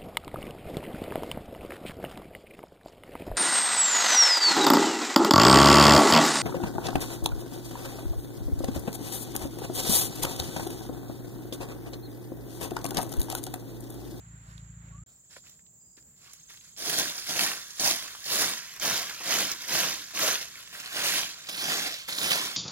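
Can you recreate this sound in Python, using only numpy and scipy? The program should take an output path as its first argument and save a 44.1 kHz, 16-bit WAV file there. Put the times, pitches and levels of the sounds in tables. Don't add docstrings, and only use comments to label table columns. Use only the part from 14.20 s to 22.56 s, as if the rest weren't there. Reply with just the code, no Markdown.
import sys
import numpy as np
from scipy import signal
from scipy.fft import rfft, irfft
from scipy.io import wavfile
from scipy.ndimage import uniform_filter1d

SR = 44100
rng = np.random.default_rng(int(sys.argv[2]) if len(sys.argv) > 2 else 0)


def to_wav(sig):
    pcm = np.clip(np.atleast_2d(sig), -1, 1) * 32767
    pcm = np.round(pcm).astype(np.int16)
    wavfile.write(sys.argv[1], SR, pcm.T)


def volts_from_db(level):
    exponent = np.asarray(level, float) / 20
    return 10 ** exponent


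N = 368676

CUT_START_S, CUT_END_S = .837, .862

# frequency in Hz, level in dB per Hz.
AIR_SPECTRA = [
    [(22, -30), (42, 3), (180, -3), (300, -10), (455, -19), (900, -17), (1900, -12), (5800, -25), (7000, -40), (8200, -62), (10600, -60), (11600, -29), (16000, -26)],
    [(18, -36), (40, -4), (165, -1.5), (300, -14.5), (820, -20.5), (1540, -25.5), (3400, -31.5), (5700, -23), (8200, -48), (9400, -58), (10800, -25), (16000, -18)],
]
AIR_LEVELS_DB = -71.5, -77
# pitch in Hz, width in Hz, throbs per second, throb depth 0-1, start and end in seconds.
CHOIRS = [
    (7270, 190, 24, .08, -1, 9),
    (7550, 800, 48, .1, -1, 9),
    (6800, 600, 12, .1, -1, 9),
    (8010, 130, 23.5, .6, .86, 9),
    (6450, 260, 23, .65, 2.12, 9),
    (4950, 260, 60, .12, 1.6, 1.82),
    (6500, 600, 23, .5, 3.28, 3.6),
    (7490, 110, 24, .05, -1, 9),
    (6780, 110, 24, .1, -1, .84),
]
CHOIR_LEVELS_DB = [-60, -69.5, -65, -65, -60.5, -73, -57, -64, -83]
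# time in seconds, level in dB.
ENGINE_LEVEL = [
    (0.0, -53),
    (0.176, -45),
    (0.218, -52.5),
    (0.346, -46.5),
    (.6, -48.5),
    (0.84, -45.5),
]
# pitch in Hz, width in Hz, level in dB.
PIPE_MODES = [(55.9, 12, -1), (112, 16, -3.5), (140, 56, 1.5), (168, 14, -4), (255, 60, -22)]
# time in seconds, pitch in Hz, level in dB.
WHISTLE = [
    (.722, 1110, -70),
    (.742, 1115, -61),
    (.77, 1160, -65),
    (.795, 1215, -66),
    (.812, 1250, -74),
    (.835, 1290, -76),
    (.875, 1290, -95),
    (.895, 1325, -83),
    (.915, 1345, -81),
    (.94, 1330, -88),
]

# frequency in Hz, likeness 0-1.
NEAR_LIKENESS = [(60, .98), (500, .98), (1400, .9), (2800, .8), (4000, .6), (6200, .62), (8200, .36),
                 (10500, .5), (15000, .3)]
# frequency in Hz, likeness 0-1.
FAR_LIKENESS = [(200, .99), (600, .8), (1200, .3), (15000, .1)]
# time in seconds, lag in samples.
LEFT_LAG = [(.8, 14.7), (1, 5.6), (2, 5.2), (2.6, 5.23), (4.25, 5), (4.6, 3.8), (5.6, 4.27), (6.1, 4.23),
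            (6.4, 4.5), (6.7, 7.7), (6.95, 4.94), (7.2, 5), (7.33, 9.7), (7.6, 6.84), (7.92, 8.9),
            (8.12, 9.4), (8.27, 6.5)]
# frequency in Hz, phase in radians.
HOUSING_LAG = [(325, -0.051), (1100, 0.24), (1550, -0.073), (2500, -0.44), (3800, -0.27), (7000, -1.1),
               (10500, -1.9), (13500, -0.62)]
# frequency in Hz, left minus right in dB.
PORT_TILT = [(300, 0), (1100, -0.7), (1550, -2), (2700, -1), (3800, 0.8), (4800, -5), (6000, -5.5),
             (9000, 1), (11000, -4.5), (14000, 3)]
# frequency in Hz, left minus right in dB per sample of lag.
SHADOW = [(600, 0), (1100, -0.4), (2050, -.5), (3100, -0.6), (4200, -0.5), (5800, 0.5), (9000, 0),
          (14000, 0)]
# frequency in Hz, level in dB per sample of lag.
DIRECTION_COLOUR = [(400, 0.41), (900, 0.68), (1500, 0.59), (2800, -0.16), (4200, -0.05), (6200, -0.6),
                    (9500, 0.57), (13000, 0)]
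# time in seconds, level in dB.
FROND_SPREAD = [(2.3, -1), (2.75, 0), (3.2, -0.5), (3.66, -1.5), (4.2, -1.5), (4.7, 0), (5.15, 0),
                (5.6, 0.5), (6.05, -1.5), (6.7, 4), (6.95, 2.5), (7.35, 5), (7.55, 3), (7.8, 7), (7.95, 2),
                (8.12, 4), (8.3, 3.5)]
FROND_HZ, FROND_OCTAVES = 3040, 0.46
# delay in seconds, level in dB.
REFLECTIONS = [
    (.00147, -66),
    (.0043, -36),
    (.0091, -36),
    (.017, -14),
]

# time in seconds, peak in dB, pitch in Hz, grit over ring in dB.
FOOT_SNAPS = [(1.1084, -43, 5400, -22), (1.1638, -37.5, 1760, -23), (1.2401, -55, 1410, -18),
              (1.2695, -44.5, 2530, -7), (1.295, -39.5, 6030, 0), (1.3932, -55, 1740, -15),
              (1.4641, -48, 3970, -18), (1.7759, -49, 1700, -30), (2.0363, -57, 1740, -13),
              (2.0622, -50, 1100, -15), (2.1335, -34, 6400, -8), (2.3022, -42, 1660, -15.5),
              (2.3424, -42, 1750, -12), (2.3725, -42, 3270, -13), (2.4104, -41.5, 3380, -14),
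              (2.4428, -51, 4900, -44), (2.4738, -60, 4760, -17)]
# time in seconds, peak in dB, pitch in Hz, grit over ring in dB.
BROOM_SNAPS = [(2.5643, -35, 5070, -14), (2.6953, -22, 1660, 5), (2.98, -23.5, 5160, -15),
               (3.091, -21, 5040, -14), (3.505, -29, 5450, -19), (3.5968, -13.5, 5500, -27),
               (3.7366, -21, 4830, -9), (3.9487, -31.5, 1150, -17), (4.0416, -24, 5200, -8),
               (4.0985, -24, 5560, -11), (4.597, -36, 1530, -16), (4.6101, -31, 2370, -13),
               (4.885, -33, 2350, -9), (4.9473, -35, 2820, -20), (5.0043, -30, 920, -18),
               (5.316, -15.5, 5970, -4), (5.728, -24, 2180, -20), (5.908, -35, 1400, -8),
               (5.9913, -21, 1520, -1), (6.3554, -41, 2260, -16), (6.4734, -38, 2170, -16),
               (6.6, -24, 5200, -41), (6.659, -26, 4370, -25), (7.1863, -49, 2370, -18),
               (7.27, -31, 4080, -20), (7.2873, -40, 3730, -17), (7.831, -37, 4240, -8),
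               (7.9238, -18.5, 4080, -18), (7.985, -22, 3740, -20), (8.0144, -17, 3640, -32)]
# time in seconds, peak in dB, pitch in Hz, grit over ring in dB.
CRACKS = [(1.166, -37, 540, -30), (.3788, -44, 6040, -30), (3.415, -38, 6340, -12), (0.379, -38, 3800, -40),
          (.685, -52, 2450, -27), (1.825, -47, 5500, -20), (2.082, -46, 1100, -32), (2.108, -50, 1050, -30),
          (2.134, -33, 10800, -17.5), (2.375, -42, 3210, -30), (3.453, -42, 9200, -15),
          (3.494, -41, 8500, -15), (7.2475, -36, 2000, -6), (1.164, -39.5, 1040, -20),
          (1.3932, -54, 1800, -33), (1.776, -45, 330, -40), (1.782, -43, 1690, -34),
          (2.045, -50, 1900, -20), (2.075, -46, 2300, -20), (2.303, -41, 1740, -32),
          (2.345, -47, 1740, -25), (4.5983, -20.5, 6400, -10), (7.033, -18.5, 3020, -12),
          (2.5836, -33, 6400, -12), (2.788, -24, 3670, -14), (3.07, -35, 1760, -12), (4.882, -37, 5850, -8),
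          (4.91, -25, 1520, -20), (5.0401, -35, 4740, -14), (5.4904, -23, 2250, -14),
          (5.646, -21, 3340, -12), (5.9355, -36, 5250, -8), (5.9465, -31, 1480, -14),
          (5.9744, -22, 2420, -14), (7.27, -29, 4600, -14), (7.8827, -33, 4910, -16),
          (7.8875, -25, 1380, -28), (7.939, -26, 2230, -18), (7.961, -32, 4400, -14),
          (7.9842, -15, 3880, -16), (8.062, -23, 4500, -18)]
SNAP_T60_S, CRACK_T60_S = 0.041, 0.027

# touch, rise and hold in seconds, lift in dB per second, straw level in dB.
FEET = [(.861, .003, 0.053, 120, -83), (-.1, 0.042, 0.11, 60, -79), (.2, 0.089, .06, 80, -72.5),
        (.6, 0.083, 0.1, 1494, -76.5), (1.03, 0.015, 0.017, 289, -86), (1.86, 0.033, 0.042, 197, -91),
        (1.09, 0.022, 0.022, 298, -68), (1.15, 0.016, 0.0043, 596, -64), (1.22, 0.029, 0.038, 200, -74),
        (1.385, .01, .005, 900, -84), (1.765, 0.0043, 0.013, 700, -73.5), (1.96, 0.085, 0.03, 91, -68.5),
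        (2.28, 0.02, 0.0062, 173, -65), (2.4, 0.038, .04, 148, -74.5)]
# touch, rise and hold in seconds, lift in dB per second, straw level in dB.
STROKES = [(2.57, 0.12, 0.13, 55, -42), (3.06, 0.11, 0.14, 154, -38), (3.596, 0.061, 0.043, 130, -32.5),
           (4.05, 0.078, 0.13, 112, -33.5), (4.6, 0.036, 0.12, 96, -34), (5.03, 0.084, 0.087, 95, -32.5),
           (5.47, 0.051, 0.12, 86, -33), (5.945, 0.076, 0.092, 151, -31.5), (6.72, 0.047, 0.24, 108, -39.5),
           (7.285, 0.2, 0.17, 102, -38), (7.882, 0.18, 0.1, 70, -36)]
# touch, rise and hold in seconds, lift in dB per second,
# straw level in dB.
BRUSHES = [(2.95, 0.021, 0.15, 98, -51.5), (3.38, 0.014, 0.28, 199, -57), (3.54, 0.045, 0.031, 202, -48.5),
           (3.84, 0.028, 0.18, 78, -52), (4.36, 0.073, 0.073, 26.5, -51), (4.54, 0.013, 0.019, 300, -54),
           (4.88, 0.016, 0.1, 100, -48), (5.29, 0.018, 0.0058, 200, -40.5), (5.39, 0.025, 0.048, 103, -44),
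           (6.2, 0.015, 0.014, 281, -42.5), (6.32, 0.035, 0.062, 143, -53.5),
           (6.524, 0.0046, 0.57, 104, -47), (6.83, 0.0082, 0.15, 145, -33), (7.17, 0.016, 0.11, 300, -55.5),
           (7.284, 0.0033, 0.0054, 300, -42.5), (7.32, .02, 0.056, 60, -51),
           (7.74, 0.018, 0.0087, 302, -55), (7.88, 0.0052, 0.023, 58, -57), (8.2, 0.02, 0.045, 168, -42.5)]
# touch, rise and hold in seconds, lift in dB per
# second, straw level in dB.
DIGS = [(1.85, 0.018, 0.059, 400, -87), (2.77, 0.017, 0.012, 150, -42), (3.08, 0.015, 0.016, 150, -43.5),
        (3.2, 0.0064, 0.034, 207, -39), (3.592, 0.016, 0.034, 145, -41.5), (3.82, 0.0046, 0.024, 210, -53),
        (4.19, 0.02, 0.014, 180, -38), (4.8, 0.0087, 0.028, 204, -58), (5.0, 0.003, 0.019, 302, -49),
        (5.93, 0.012, .02, 214, -50), (6.2, 0.011, 0.023, 146, -63), (7.49, 0.0043, 0.018, 200, -47),
        (7.875, 0.0071, 0.034, 300, -49.5)]
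# level over straw in dB, dulling in dB per second,
# share of lift speed, share of litter.
STROKE_PARTS = [(-5.5, -10.5, 1.17, 0.68), (-1, -9.5, 0.89, 0.15), (1, -5.5, 0.85, 0.85),
                (-1, -8.5, 0.97, 0.91)]
BRUSH_PARTS = [(-12.5, -20, 0.64, 0.089), (-4.5, 6.5, 2, 0.26), (-2.5, -3, 1.65, 1.8), (-4, -3, 2.7, 1.2)]
DIG_PARTS = [(-1, -42, 1.5, 0.76), (1, -3, 0.41, 0.13), (3.5, -17, 1.4, 0.88), (1.5, -19, 3.3, 1)]
FEET_PARTS = [(-6, -37, 1.1, -0.18), (1.5, 18, 1.1, 0.19), (8, 9, 0.65, 0.34), (4.5, 14, 0.69, 0.64)]
PRESSURE_NEED = [1.35, 1.33, 0.99, 1.08]
# level in dB for earth, straw, leaf, dust.
SETTLE_LEVELS_DB = [-42, -25, -21.5, -24.5]
SETTLE_DB_PER_S = 13
TOUCH_DB, TOUCH_S = -13, 0.0037
# time in seconds, level in dB.
LITTER = [(.1, -27), (.3, -14), (.5, -35), (.83, -38), (.87, -3), (2.1, -4), (2.4, 4.5), (2.75, 7.5),
          (3.2, 1.5), (3.5, 4), (3.7, 1.5), (4.2, 1.5), (4.7, -1), (5.6, -0.5), (6.1, -1), (6.9, 0),
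          (7.5, 1), (8.2, 1)]
# time in seconds, level in dB.
WEIGHT = [(2.4, 5.5), (2.75, 2.5), (2.97, -0.5), (3.2, 1), (3.65, -1), (4.2, 0), (4.7, 1.5), (5.2, 2),
          (5.6, 1.5), (6.05, 2), (6.4, 2), (6.7, 3), (6.95, 0.5), (7.12, 0), (7.35, 3), (7.55, 2.5),
          (7.95, -0.5), (8.2, 3)]
WEIGHT_SHARE = [0.78, 0.75, 0.17, 0]
# time in seconds, level over the stroke in dB.
SLIPS = [(2.7322, 2), (2.7399, 6), (2.8028, 2), (2.9839, 9), (3.1922, 11), (3.2625, 5.5), (3.2697, 2),
         (3.676, 1), (3.7067, 1), (4.156, 5), (4.2125, 2.3), (4.2604, -4), (4.5374, 8), (4.6366, -1),
         (4.6464, 0), (4.7356, -1), (4.7457, -2), (4.8209, 1), (4.8956, 11), (4.946, 9), (5.1155, 2.6),
         (5.1772, 1), (5.186, 6), (5.204, 2.2), (5.244, 3.5), (5.3233, 5), (5.516, -6), (5.542, -4),
         (5.6003, 5), (5.6071, 2.3), (5.8226, -1), (5.9087, 5), (6.1012, 0), (6.1536, 2.4), (6.2263, 1),
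         (6.3548, 7), (6.4741, 9), (6.7594, 3.1), (6.7914, -2), (6.8497, 3), (6.962, 1.5), (7.187, 6),
         (7.2948, 10.5), (7.3295, 3.1), (7.3906, 3.1), (7.4406, 4), (7.494, 3.0), (7.5163, 5), (7.534, 2),
         (7.5543, 0), (7.645, 0), (7.831, 3), (7.8866, 5), (7.893, 5), (7.9005, 0), (8.0297, 5), (8.117, 7),
         (8.1258, 2.7), (8.1605, -4), (8.2593, 0.5)]
# frequency in Hz, level in dB per Hz.
SCRATCH_SPECTRUM = [(30, -62), (60, -12), (170, 5.5), (440, -1.5), (700, 3.5), (1200, -9), (1600, -4.5),
                    (2300, -5), (4000, -4.5), (5600, -4), (7150, -6), (7750, -10), (8700, -7.5),
                    (10500, -6), (13000, -8.5), (16000, -10)]
PART_BANDS = [(200, 900), (1100, 3000), (3200, 7000), (8200, 15500)]
STEP = 44


def evened(x):
    return x / np.sqrt(np.mean(x ** 2) + 1e-20)


def read(points, hz):
    f, value = np.transpose(points)
    return np.interp(np.log(hz + 1), np.log(f + 1), value)


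def curve(rows):
    s, *columns = np.transpose(rows)
    return [np.interp(np.arange(N) / SR, s, c) for c in columns]


def between(start_s, end_s, fade_s=0.0018):
    t = np.arange(N) / SR
    return np.clip(np.minimum(t - start_s, end_s - t) / fade_s + .5, 0, 1)


def drift(hz):
    lowpass = signal.butter(2, hz, fs=SR, output="sos")
    return evened(signal.sosfilt(lowpass, rng.standard_normal(N)))


def resonate(x, hz, width_hz):
    turn = np.exp(2j * np.pi * np.cumsum(hz * np.ones(x.shape[-1])) / SR)
    r = np.exp(-np.pi * width_hz / SR)
    return 2 * (turn * signal.lfilter([1 - r], [1, -r], x / turn)).real


def echoed(x):
    taps = np.zeros(1500)
    taps[0] = 1
    for delay_s, db in REFLECTIONS:
        taps[round(delay_s * SR)] = volts_from_db(db)
    return signal.oaconvolve(x, [taps])[:, :N]


def ports(direct, scattered, likeness=NEAR_LIKENESS, patchy_db=0, size=256, fronds=0):
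    hz, t, z = signal.stft(np.array([direct, scattered]), SR, nperseg=size)
    patches = uniform_filter1d(rng.standard_normal(z[0].shape), 2, 0)
    patches = uniform_filter1d(patches, 12, 1)
    lag_samples = np.interp(t, *np.transpose(LEFT_LAG))
    off_centre = lag_samples - 4.5
    lag_rad = 2 * np.pi * hz[:, None] * lag_samples / SR + read(HOUSING_LAG, hz)[:, None]

    ring = np.exp(-.5 * (np.log2((hz + 1) / FROND_HZ) / FROND_OCTAVES) ** 2)
    colour_db = read(DIRECTION_COLOUR, hz)[:, None] * off_centre + patchy_db * evened(patches)
    colour_db = colour_db + fronds * np.outer(ring, np.interp(t, *np.transpose(FROND_SPREAD)))

    same = read(likeness, hz)[:, None]
    both = np.sqrt((1 + same) / 2) * z[0]
    apart = np.sqrt((1 - same) / 2) * z[1]
    side_db = read(PORT_TILT, hz)[:, None] + read(SHADOW, hz)[:, None] * off_centre
    left = volts_from_db(side_db / 2) * np.exp(-.5j * lag_rad)
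    pair = np.array([(both + apart) * left, (both - apart) / left]) * volts_from_db(colour_db)
    return signal.istft(pair, SR, nperseg=size)[1][:, :N]


def air():
    hz, out = np.fft.rfftfreq(N, 1 / SR), 0
    gates = [between(-1, CUT_START_S), between(CUT_START_S, 9)]
    for spectrum, db, gate in zip(AIR_SPECTRA, AIR_LEVELS_DB, gates):
        noise = ports(*rng.standard_normal((2, N)), FAR_LIKENESS, 0.69)
        z = rfft(noise) * volts_from_db(read(spectrum, hz))
        core = irfft(z.mean(0) * (hz > 400) * (hz < 5500), N)
        out = out + volts_from_db(db + 1.2 * drift(5)) * gate * irfft(z, N) / np.std(core)
    return out


def insects():
    out = 0
    for (hz, width_hz, throbs_per_s, depth, start_s, end_s), db in zip(CHOIRS, CHOIR_LEVELS_DB):
        phase = 2 * np.pi * np.cumsum(throbs_per_s * (1 + .13 * drift(6))) / SR
        throb = 1 + depth * np.sin(phase)
        song = rng.standard_normal((2, N))
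        for _ in range(3):
            song = resonate(song, hz, 1.25 * width_hz)
        song = song / uniform_filter1d(evened(song) ** 2 + .05, 60) ** .15
        level = volts_from_db(db + 1.2 * drift(2)) * between(start_s, end_s, .03)
        out = out + level * evened(song * throb ** 2)
    out = signal.sosfilt(signal.butter(12, 8150., fs=SR, output="sos"), out)
    return out * volts_from_db([[-1.1], [1.1]])


def engine():
    firings_per_s, uneven_db, strong_weak_db, rough = 27.95, 1.1, 2.4, .03
    lead = SR // 4
    count = np.floor((np.arange(N) - lead) * firings_per_s / SR + .067)
    fire = np.diff(count, prepend=count[0])
    fire_db = uneven_db * rng.standard_normal(N) + strong_weak_db * (-1) ** count
    drive = evened(fire * volts_from_db(fire_db)) + rough * rng.standard_normal(N)
    modes = []
    for hz, width_hz, db in PIPE_MODES:
        ring = resonate(resonate(drive, hz, width_hz), hz, 2 * width_hz)
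        modes.append(volts_from_db(db) * evened(ring))
    pipe = sum(modes[1:-1]) - modes[0]
    distance = signal.butter(5, [27, 184], "band", fs=SR, output="sos")
    pipe = signal.sosfiltfilt(distance, pipe) + modes[-1]
    return volts_from_db(curve(ENGINE_LEVEL)[0]) * np.roll(evened(pipe), -lead) * between(-1, CUT_START_S)


def bird():
    hz, db = curve(WHISTLE)
    tone = np.sqrt(2) * np.sin(2 * np.pi * np.cumsum(hz) / SR) * (1 + 0.37 * drift(50))
    return volts_from_db(db) * tone * between(WHISTLE[0][0], WHISTLE[-1][0], 0.013)


def snaps():
    out, t = np.zeros((2, N + 3000)), np.arange(3000) / SR
    for rows, t60_s in [(FOOT_SNAPS, SNAP_T60_S), (BROOM_SNAPS, SNAP_T60_S), (CRACKS, CRACK_T60_S)]:
        for s, db, hz, grit_db in rows:
            noise = rng.standard_normal((2, 3000))
            ring = .75 * np.sin(2 * np.pi * hz * t) * volts_from_db(-60 * t / (.35 * t60_s))
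            body = .55 * evened(resonate(resonate(noise, hz, .7 * hz), hz, .7 * hz))
            grit = volts_from_db(grit_db) * evened(np.diff(noise, 2, prepend=[[0, 0]] * 2))
            snap = ring * [[1], [-.4]] + (body + grit) * volts_from_db(-60 * t / t60_s)
            snap = volts_from_db(db - 4) * np.minimum(t / .0004, 1) * snap
            out[:, round(s * SR):][:, :3000] += snap
    return ports(*echoed(out[:, :N]))


def contact(rows, parts, settle_db):
    t = np.arange(0, N, STEP) / SR
    start, rise, hold, lift, level_db = np.transpose(rows)[:, :, None]
    u = t - start
    litter_db = np.interp(t, *np.transpose(LITTER))
    press = np.clip(u / rise, 0, 1)
    after = np.maximum(u - rise - hold, 0)
    on = np.clip(u / TOUCH_S, 0, 1) ** 2
    out = []
    for (over_db, dulling, speed, share), rest_db, need in zip(parts, settle_db, PRESSURE_NEED):
        db = level_db + need * TOUCH_DB * (1 - press) + over_db
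        stroke = volts_from_db(db + dulling * np.clip(u, 0, .4) - speed * lift * after) ** 2
        settling = volts_from_db(db - over_db + rest_db - SETTLE_DB_PER_S * after) ** 2
        out.append((on * (stroke + settling)).sum(0) * volts_from_db(share * litter_db) ** 2)
    return np.array(out)


def pressure():
    power = contact(STROKES, STROKE_PARTS, SETTLE_LEVELS_DB)
    for rows, parts in [(BRUSHES, BRUSH_PARTS), (DIGS, DIG_PARTS), (FEET, FEET_PARTS)]:
        power = power + contact(rows, parts, [-60] * 4)
    power = power * volts_from_db(np.outer(WEIGHT_SHARE, curve(WEIGHT)[0][::STEP])) ** 2
    return [np.interp(np.arange(N), np.arange(len(p)) * STEP, np.sqrt(p)) for p in power]


def slipping():
    rise_s, fall_s = .0006, .0045
    s, db = np.transpose(SLIPS)
    kicks, t = np.zeros(N), np.arange(1500) / SR
    kicks[np.round(s * SR).astype(int)] = 0.69 * (volts_from_db(db) - 1)
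    shape = np.minimum(t / rise_s, 1) * np.exp(-t / fall_s)
    return 1 + signal.oaconvolve(kicks, shape)[:N]


def scratching():
    grains_per_s, spread_db, cycles = 5000, 2.8, 5
    slips_per_s, slip_gain, slip_s, clump_db = 110, .45, .005, .3
    slips = (rng.random(N) < slips_per_s / SR) * rng.random(N)
    slips = signal.lfilter([1], [1, -np.exp(-1 / (slip_s * SR))], slips)
    clumps = volts_from_db(clump_db * drift(17.0)) * (1 + slip_gain * slips)
    size = volts_from_db(spread_db * np.minimum(rng.exponential(1, (2, N)), 4.2))
    size = size * (rng.random((2, N)) < grains_per_s / SR)
    kind, grains = rng.integers(0, 24, (2, N)), 0
    for k, hz in enumerate(np.geomspace(300, 14000, 24)):
        turns = np.arange(800) * hz / SR
        grain = np.sin(2 * np.pi * turns) * turns * np.exp(-3 * turns / cycles)
        grain = grain / np.linalg.norm(grain) * hz ** 0.43
        grains += signal.oaconvolve(size * (kind == k), [grain])[:, :N]
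    hiss = rng.standard_normal((2, N))
    return clumps * slipping() * np.sqrt(.5) * (evened(grains) + hiss)


def sweeping():
    hz = np.fft.rfftfreq(N, 1 / SR)
    heard = ports(*echoed(scratching()), patchy_db=1.77, size=512, fronds=1.0)
    z = rfft(heard) * volts_from_db(read(SCRATCH_SPECTRUM, hz))
    log_edges, out = np.log(np.ravel(PART_BANDS)), 0
    for k, gain in enumerate(pressure()):
        low_hz, high_hz = PART_BANDS[k]
        band = np.interp(np.log(hz + 1), log_edges, np.repeat(np.arange(4) == k, 2))
        core = irfft(z.mean(0) * (hz > low_hz) * (hz < high_hz), N)
        out = out + gain * irfft(z * band, N) / np.std(core)
    return out


def scene():
    return air() + insects() + engine() + bird() + snaps() + sweeping()


def top_cut(x):
    return signal.sosfilt(signal.butter(12, 16810, fs=SR, output="sos"), x)


def record(dry):
    limit = signal.firwin(1023, 15940, window=("kaiser", 10), fs=SR)
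    muted = dry * (1 - between(CUT_START_S, CUT_END_S, .0003))
    mix = signal.oaconvolve(muted, [limit], "same")
    return top_cut(mix)


dry = scene()
out = record(dry)
to_wav(out)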